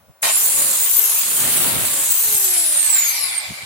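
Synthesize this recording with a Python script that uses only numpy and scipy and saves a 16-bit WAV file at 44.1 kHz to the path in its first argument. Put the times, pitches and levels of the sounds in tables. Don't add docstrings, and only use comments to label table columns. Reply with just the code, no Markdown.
import sys
import numpy as np
from scipy import signal
from scipy.fft import rfft, irfft, next_fast_len
from scipy.io import wavfile
from scipy.ndimage import uniform_filter1d, map_coordinates

SR = 44100
rng = np.random.default_rng(int(sys.argv[2]) if len(sys.argv) > 2 else 0)


def pcm_store(signal):
    levels = np.round(np.clip(np.atleast_2d(signal), -1, 1) * 32767)
    wavfile.write(sys.argv[1], SR, levels.astype(np.int16).T)


N = 160965
T = np.arange(N) / SR
START_S, SLACK_S = 0.2283, 2.8

# (time [s], speed [turns/s])
SPEED = [(.22, 10), (.3, 228), (.35, 335), (.4, 413), (.45, 474), (.52, 527), (.62, 578), (.8, 510),
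         (.95, 454), (1.1, 403), (1.16, 462), (1.24, 522), (1.4, 594), (1.55, 634), (1.68, 652),
         (1.78, 642), (1.9, 588), (2.1, 509), (2.3, 432), (2.6, 339), (2.9, 254), (3.2, 180), (3.65, 75)]
# (frequency [Hz], relative level [dB])
BACKGROUND_COLOUR = [(25, -31), (120, -14), (300, -15), (600, 3), (1000, -1), (2000, -9), (5000, -16),
                     (15000, -16)]
BUMP_COLOUR = [(25, -26), (50, -19), (75, 5), (110, 4.5), (200, -0.5), (350, -14), (800, -31), (3000, -70)]
DRAUGHT_COLOUR = [(20, -28), (45, -38), (65, -3.5), (130, -0.5), (250, -2.5), (500, -16), (1500, -15.5),
                  (5000, -60)]
SPLUTTER_COLOUR = [(60, -25.5), (300, 2), (800, -1), (2000, 0.5), (3800, -5), (6000, -66), (15000, -40)]
SCRAPE_COLOUR = [(2500, -40), (3900, -7), (4550, 0), (5100, -2), (5700, -22), (8000, -45)]
HOUSING_COLOUR = [(60, -35), (250, -22), (450, -14), (700, -3), (1100, -1), (1500, -1.5), (2500, 1.5),
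                  (4200, 3), (6000, -4), (9000, -6), (14000, -38.5)]
CLASH_COLOUR = [(100, -27), (400, -16), (650, 1), (1400, -1), (2600, 2.5), (4200, -5.5), (6000, -4),
                (15000, -9.5)]
HISS_COLOUR = [(200, -55), (2000, -21.5), (5500, -16.5), (6400, -4.5), (7300, 2), (8700, 0.5), (10500, 3),
               (12500, -4), (14000, -5), (15800, -19)]
# (frequency [Hz], likeness [0 to 1])
LIKENESS = [(60, 0.29), (250, 0.019), (550, 0.58), (1200, 0.26), (2500, 0.0061), (15000, 0.13)]
# (time [s], relative level [dB])
HANDLING_LEVEL = [(0, -59), (.3, -79), (1, -59), (2.1, -52), (2.6, -70), (3.2, -59), (3.65, -61)]
DRAUGHT_LEVEL = [(.3, -56), (.5, -60), (.6, -41.5), (.7, -46), (.8, -68), (1.15, -60), (1.33, -47),
                 (1.45, -35), (1.53, -36.5), (1.64, -31.5), (1.8, -33.5), (1.95, -44), (2.22, -63),
                 (2.33, -48), (2.45, -66), (3.65, -66.5)]
BEARING_LEVEL = [(.3, -52), (1, -45), (1.6, -50), (2.4, -47), (2.75, -47), (2.9, -41), (3.05, -45),
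                 (3.32, -46), (3.42, -56)]
SCRAPE_LEVEL = [(2.9, -55), (3.1, -32), (3.19, -31), (3.27, -32.5), (3.33, -39), (3.65, -50)]
HOUSING_LEVEL = [(.22, -66), (.235, -26.5), (.42, -31.5), (.9, -32), (1.6, -29), (2.1, -33.5), (2.5, -32.5),
                 (2.9, -30.5), (3.25, -33), (3.45, -36), (3.65, -39.5)]
BRUSH_LEVEL = [(.3, -22), (.8, -11), (1.03, -12), (1.1, -4), (1.2, -15), (1.33, -8), (1.5, -9), (1.63, -2),
               (1.74, -17), (2.1, -15), (2.26, -5), (2.4, -12), (2.6, -20), (3.32, -11), (3.4, -22)]
HISS_LEVEL = [(.21, -16), (.232, -20), (.4, -20.5), (.8, -20.5), (1.1, -21.5), (1.5, -20.5), (1.69, -22.5),
              (1.73, -25), (1.95, -21.5), (2.2, -21), (2.65, -20), (2.85, -21.5), (3.1, -26), (3.35, -32),
              (3.5, -39), (3.65, -42)]
WHINE_LEVEL = [(.23, -32), (.33, -19.5), (.47, -20.5), (.8, -22), (.95, -18), (1.15, -21.5), (2.2, -19.5),
               (2.5, -22.5), (2.7, -19), (2.84, -18), (3.04, -17.5), (3.13, -26.5), (3.21, -27.5),
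               (3.27, -34), (3.41, -28), (3.445, -16), (3.52, -36)]
# (time [s], relative level [dB])
BUMPS = [(.1, -46), (2.288, -38.5), (2.35, -42), (3.511, -30), (3.635, -42)]
KNOCKS = [(3.180, -26), (3.260, -29), (3.311, -27), (3.329, -30), (3.350, -29), (3.433, -29), (3.4545, -28),
          (3.584, -31), (3.6177, -31.5)]
SLAMS = [(.2305, -14), (.2385, -17), (.245, -15), (.256, -15), (.267, -16), (.288, -15), (.299, -15)]
# (time [s], shaft tone [dB], octave above [dB])
HUM_LEVELS = [(.25, -60, -60), (.43, -48, -52), (.68, -39, -49), (.86, -50, -51), (1, -45, -47),
              (1.2, -55, -55), (1.6, -45, -52), (1.87, -49, -51), (1.98, -42.5, -44.5), (2.17, -60, -52),
              (2.25, -45, -52), (2.47, -39, -44.5), (2.68, -45.5, -45), (2.77, -47, -44), (2.82, -49, -60),
              (3.65, -70, -70)]
# (pitch [times shaft speed], relative level [dB])
BEARING_TONES = [(5, -7), (6.53, 0), (9.53, -4), (10.8, -6), (16.25, -1), (22.3, 2), (24, 1), (28.8, 0)]
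SWIRL_COLOUR = [(1, -32.5), (11, -28), (12.5, -1.5), (14, -0.5), (16, 1.5), (19, -4), (22, -9.5), (24.5, 0),
                (28, -6.5), (33, -21), (37.5, 2), (50, -18.5)]
# (frequency [Hz], relative level [dB], time to fade 60 dB [s])
CASE_RINGS = [(760, -10, .03), (1070, -13, .02), (2080, 2, .028), (2310, 4.5, .028), (4650, -2, .011)]
GEAR_RINGS = [(690, -6, .06), (1060, -7, .05), (1880, -3, .045), (2450, -3.5, .035), (3100, -4, .03),
              (3850, -3, .03), (4970, -3, .03), (6600, -2, .025)]
# (time [s], left over right [dB])
WHINE_PAN = [(.3, -0.5), (.95, 5), (2.3, 2), (2.65, 5), (2.88, -7), (3.1, -2), (3.3, 5)]
# (time [s], relative level [dB], left over right [dB])
WHINE_OCTAVE = [(2.85, -27, 12), (3.03, -25, 12), (3.09, -21, 12), (3.14, -29, 12), (3.2, -30, 15),
                (3.245, -17.5, 17), (3.28, -29, 5), (3.345, -28.5, -4), (3.38, -20, -9), (3.41, -41, -4),
                (3.55, -47, -10)]


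def amp(db):
    return 10 ** (np.asarray(db) / 20)


def unit(x):
    return x / np.sqrt(np.mean(np.abs(x) ** 2) + 1e-20)


def along(points, hz):
    freqs, values = np.transpose(points)
    return np.interp(np.log(hz + 1e-6), np.log(freqs), values)


def curve(rows, column=1):
    columns = np.transpose(rows)
    return np.interp(T, columns[0], columns[column])


def wobble(rate):
    return map_coordinates(rng.standard_normal(int(N * rate / SR) + 4), [T * rate])


def filtered(x, response):
    size = next_fast_len(N + SR // 2)
    return irfft(rfft(x, size) * response(np.fft.rfftfreq(size, 1 / SR)), size)[..., :N]


def pan(db):
    gains = amp(np.array([db, -db]) / 2).reshape(2, -1)
    return gains / np.sqrt(np.mean(gains ** 2, axis=0))


def rush(colour, patchy_db):
    spectrum = signal.stft(rng.standard_normal((2, N)), nperseg=512)[2]
    patches = uniform_filter1d(rng.standard_normal(spectrum.shape), size=7, axis=1)
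    patches = uniform_filter1d(patches, size=16, axis=2)
    pair = signal.istft(spectrum * amp(patchy_db * unit(patches)), nperseg=512)[1][:, :N]

    def response(hz):
        spread = np.arccos(along(LIKENESS, hz)) / 2
        return amp(along(colour, hz)) * [np.cos(spread), np.sin(spread)]

    mid, side = filtered(pair, response)
    return unit(np.array([mid + side, mid - side]))


def turns():
    return np.cumsum(curve(SPEED)) / SR


def running():
    return np.clip((T - START_S) * 100 + 1, 0, 1)


def tone(multiple, flutter_hz, rough):
    flutter = np.array([wobble(flutter_hz) + 1j * wobble(flutter_hz) for side in range(2)])
    steady = np.sqrt(1 - rough) * np.exp(2j * np.pi * rng.random((2, 1)))
    wave = (steady + np.sqrt(rough) * unit(flutter)) * np.exp(2j * np.pi * multiple * turns())
    return np.sqrt(2) * wave.real * (multiple * curve(SPEED) < SR / 2) * running()


def room_echo(x, fade_s=0.1):
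    t = np.arange(SR // 3) / SR
    tail = rng.standard_normal((2, len(t))) * amp(-60 * t / fade_s) * (t > .003)
    return signal.fftconvolve(x, tail / np.linalg.norm(tail[0]), axes=1)[:, :N]


def handling(rise_s=0.071, fade_s=0.067):
    thuds = sum(amp(db - 60 * np.maximum((s - T) / rise_s, (T - s) / fade_s)) for s, db in BUMPS)
    return (thuds + amp(curve(HANDLING_LEVEL))) * rush(BUMP_COLOUR, patchy_db=2) * pan(-1.2)


def draught():
    level = curve(DRAUGHT_LEVEL)
    rumble = rush(DRAUGHT_COLOUR, patchy_db=1)
    rumble *= amp(level + 1.4 * np.array([wobble(35.1), wobble(34.54)]))
    splutter = rush(SPLUTTER_COLOUR, patchy_db=1)
    splutter *= amp(-29.5 + 0.65 * (level - level.max()) + 1.76 * wobble(220))
    return (rumble * pan(-7) + splutter * pan(0.63)) * running()


def rotor_hum(bass_cut_hz=240):
    angle = 2 * np.pi * turns()
    hum = np.zeros(N)
    for k in (1, 2):
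        gain = amp(curve(HUM_LEVELS, column=k) + 1.8 * wobble(20))
        drift = .4 * np.sqrt(k) * wobble(22.07)
        hum += np.sqrt(2) * gain * np.sin(k * angle + drift)
    return filtered(hum, lambda hz: hz ** 2 / (hz ** 2 + bass_cut_hz ** 2)) * pan(-7)


def bearings():
    tones = sum(amp(db) * tone(k, flutter_hz=50, rough=.6) for k, db in BEARING_TONES)
    return tones * amp(curve(BEARING_LEVEL))


def scrape():
    rub_db = 3 * np.sin(2 * np.pi * turns()) + 2.5 * wobble(160)
    rub = unit(rush(SCRAPE_COLOUR, patchy_db=1) * amp(rub_db))
    return rub * amp(curve(SCRAPE_LEVEL)) * (T > SCRAPE_LEVEL[0][0])


def housing():
    pulse_db = 2 * np.sin(2 * np.pi * turns()) + 2.3 * wobble(400)
    return rush(HOUSING_COLOUR, patchy_db=2) * amp(curve(HOUSING_LEVEL) + pulse_db)


def tooth_hits(hits, rings, crack_db, attack_s=.0005, crack_fade_s=.007):
    t = np.arange(SR // 16) / SR
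    hz, ring_db, fade_s = np.transpose(rings)[:, :, None]
    shape = (2, len(rings), 1)
    out = np.zeros((2, N + SR))
    for s, db in hits:
        fade = amp(ring_db + rng.normal(0, 1.5, shape) - 60 * t / fade_s)
        waves = np.sin(2 * np.pi * (hz * t + rng.random(shape)))
        ring = (fade * waves).sum(1) * (1 - np.exp(-t / attack_s))
        crack = amp(crack_db - 60 * t / crack_fade_s) * rng.standard_normal((2, len(t)))
        start = int(s * SR)
        out[:, start:start + len(t)] += amp(db) * (ring + crack)
    return out[:, :N]


def gear_rattle(taps_per_turn=.7, rise_s=0.23):
    times = T[np.flatnonzero(np.diff(np.floor(turns() * taps_per_turn)))]
    taps = [(s + rng.random() * .007, rng.normal(0, 2)) for s in times[times > SLACK_S]]
    patter = tooth_hits(taps, CASE_RINGS, crack_db=-11)
    age = np.maximum(T - SLACK_S, 0)
    patter /= patter[:, age > 0].std()
    patter *= np.minimum(age / rise_s, 1) * amp(-32 - 4 * age)
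    return patter + tooth_hits(KNOCKS, CASE_RINGS, crack_db=-11)


def gear_clash(grains_per_s=770, hold_s=0.072, fade_s=0.09):
    clicks = (rng.random(N) < grains_per_s / SR) * (.5 + rng.random(N))
    grains = signal.lfilter([1], [1, -np.exp(-1 / (0.0026 * SR))], clicks)
    roughness = .25 + .75 * unit(np.sqrt(np.abs(grains)))
    level_db = -22 - 60 * np.maximum(T - START_S - hold_s, 0) / fade_s
    grind = rush(CLASH_COLOUR, patchy_db=2) * roughness * amp(level_db) * (T > START_S)
    return grind + amp(-5.5) * tooth_hits(SLAMS, GEAR_RINGS, crack_db=-1)


def brushes(bars=24):
    return amp(curve(BRUSH_LEVEL)) * tone(bars, flutter_hz=330, rough=0.89) * pan(4)


def fan_swirl(steps_per_turn=256, full_speed=620):
    position = turns() * steps_per_turn
    size = next_fast_len(int(position[-1]) + 8)
    colour = amp(along(SWIRL_COLOUR, np.fft.rfftfreq(size, 1 / steps_per_turn)))
    noise = irfft(rfft(rng.standard_normal((2, size))) * colour, size)
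    swirl = unit(np.array([np.interp(position, np.arange(size), side) for side in noise]))
    return swirl * amp(2.5 + 50.5 * np.log10(curve(SPEED) / full_speed))


def fan_hiss():
    air = fan_swirl() + rush(HISS_COLOUR, patchy_db=3.5) + brushes()
    sway_db = 0.59 * np.array([wobble(15), wobble(14)]) + 1.15 * wobble(150)
    return air * amp(curve(HISS_LEVEL) + sway_db)


def fan_whine(blades=31, vent_hz=5600):
    whine = tone(blades, flutter_hz=160, rough=.8)
    whine += amp(-7) * tone(blades, flutter_hz=650, rough=0.93)
    sway_db = 1.1 * np.array([wobble(22.2), wobble(21.77)])
    whine *= amp(curve(WHINE_LEVEL) + sway_db) * pan(curve(WHINE_PAN))
    octave = tone(2 * blades, flutter_hz=300, rough=.8) * (T > WHINE_OCTAVE[0][0])
    octave *= amp(curve(WHINE_OCTAVE)) * pan(curve(WHINE_OCTAVE, column=2))
    return filtered(whine + octave, lambda hz: hz ** 6 / (hz ** 6 + vent_hz ** 6))


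def scene():
    saw = fan_whine() + fan_hiss() + housing() + bearings() + gear_clash() + gear_rattle() + scrape()
    saw *= running()
    near = rotor_hum() * running() + draught() + handling()
    echo = amp(-5) * room_echo(saw)
    background = amp(-55.5) * rush(BACKGROUND_COLOUR, patchy_db=1.5)
    return saw + echo + near + background


def record(dry, top_hz=15800):
    return filtered(dry, lambda hz: hz < top_hz)


dry = scene()
out = record(dry)
pcm_store(out)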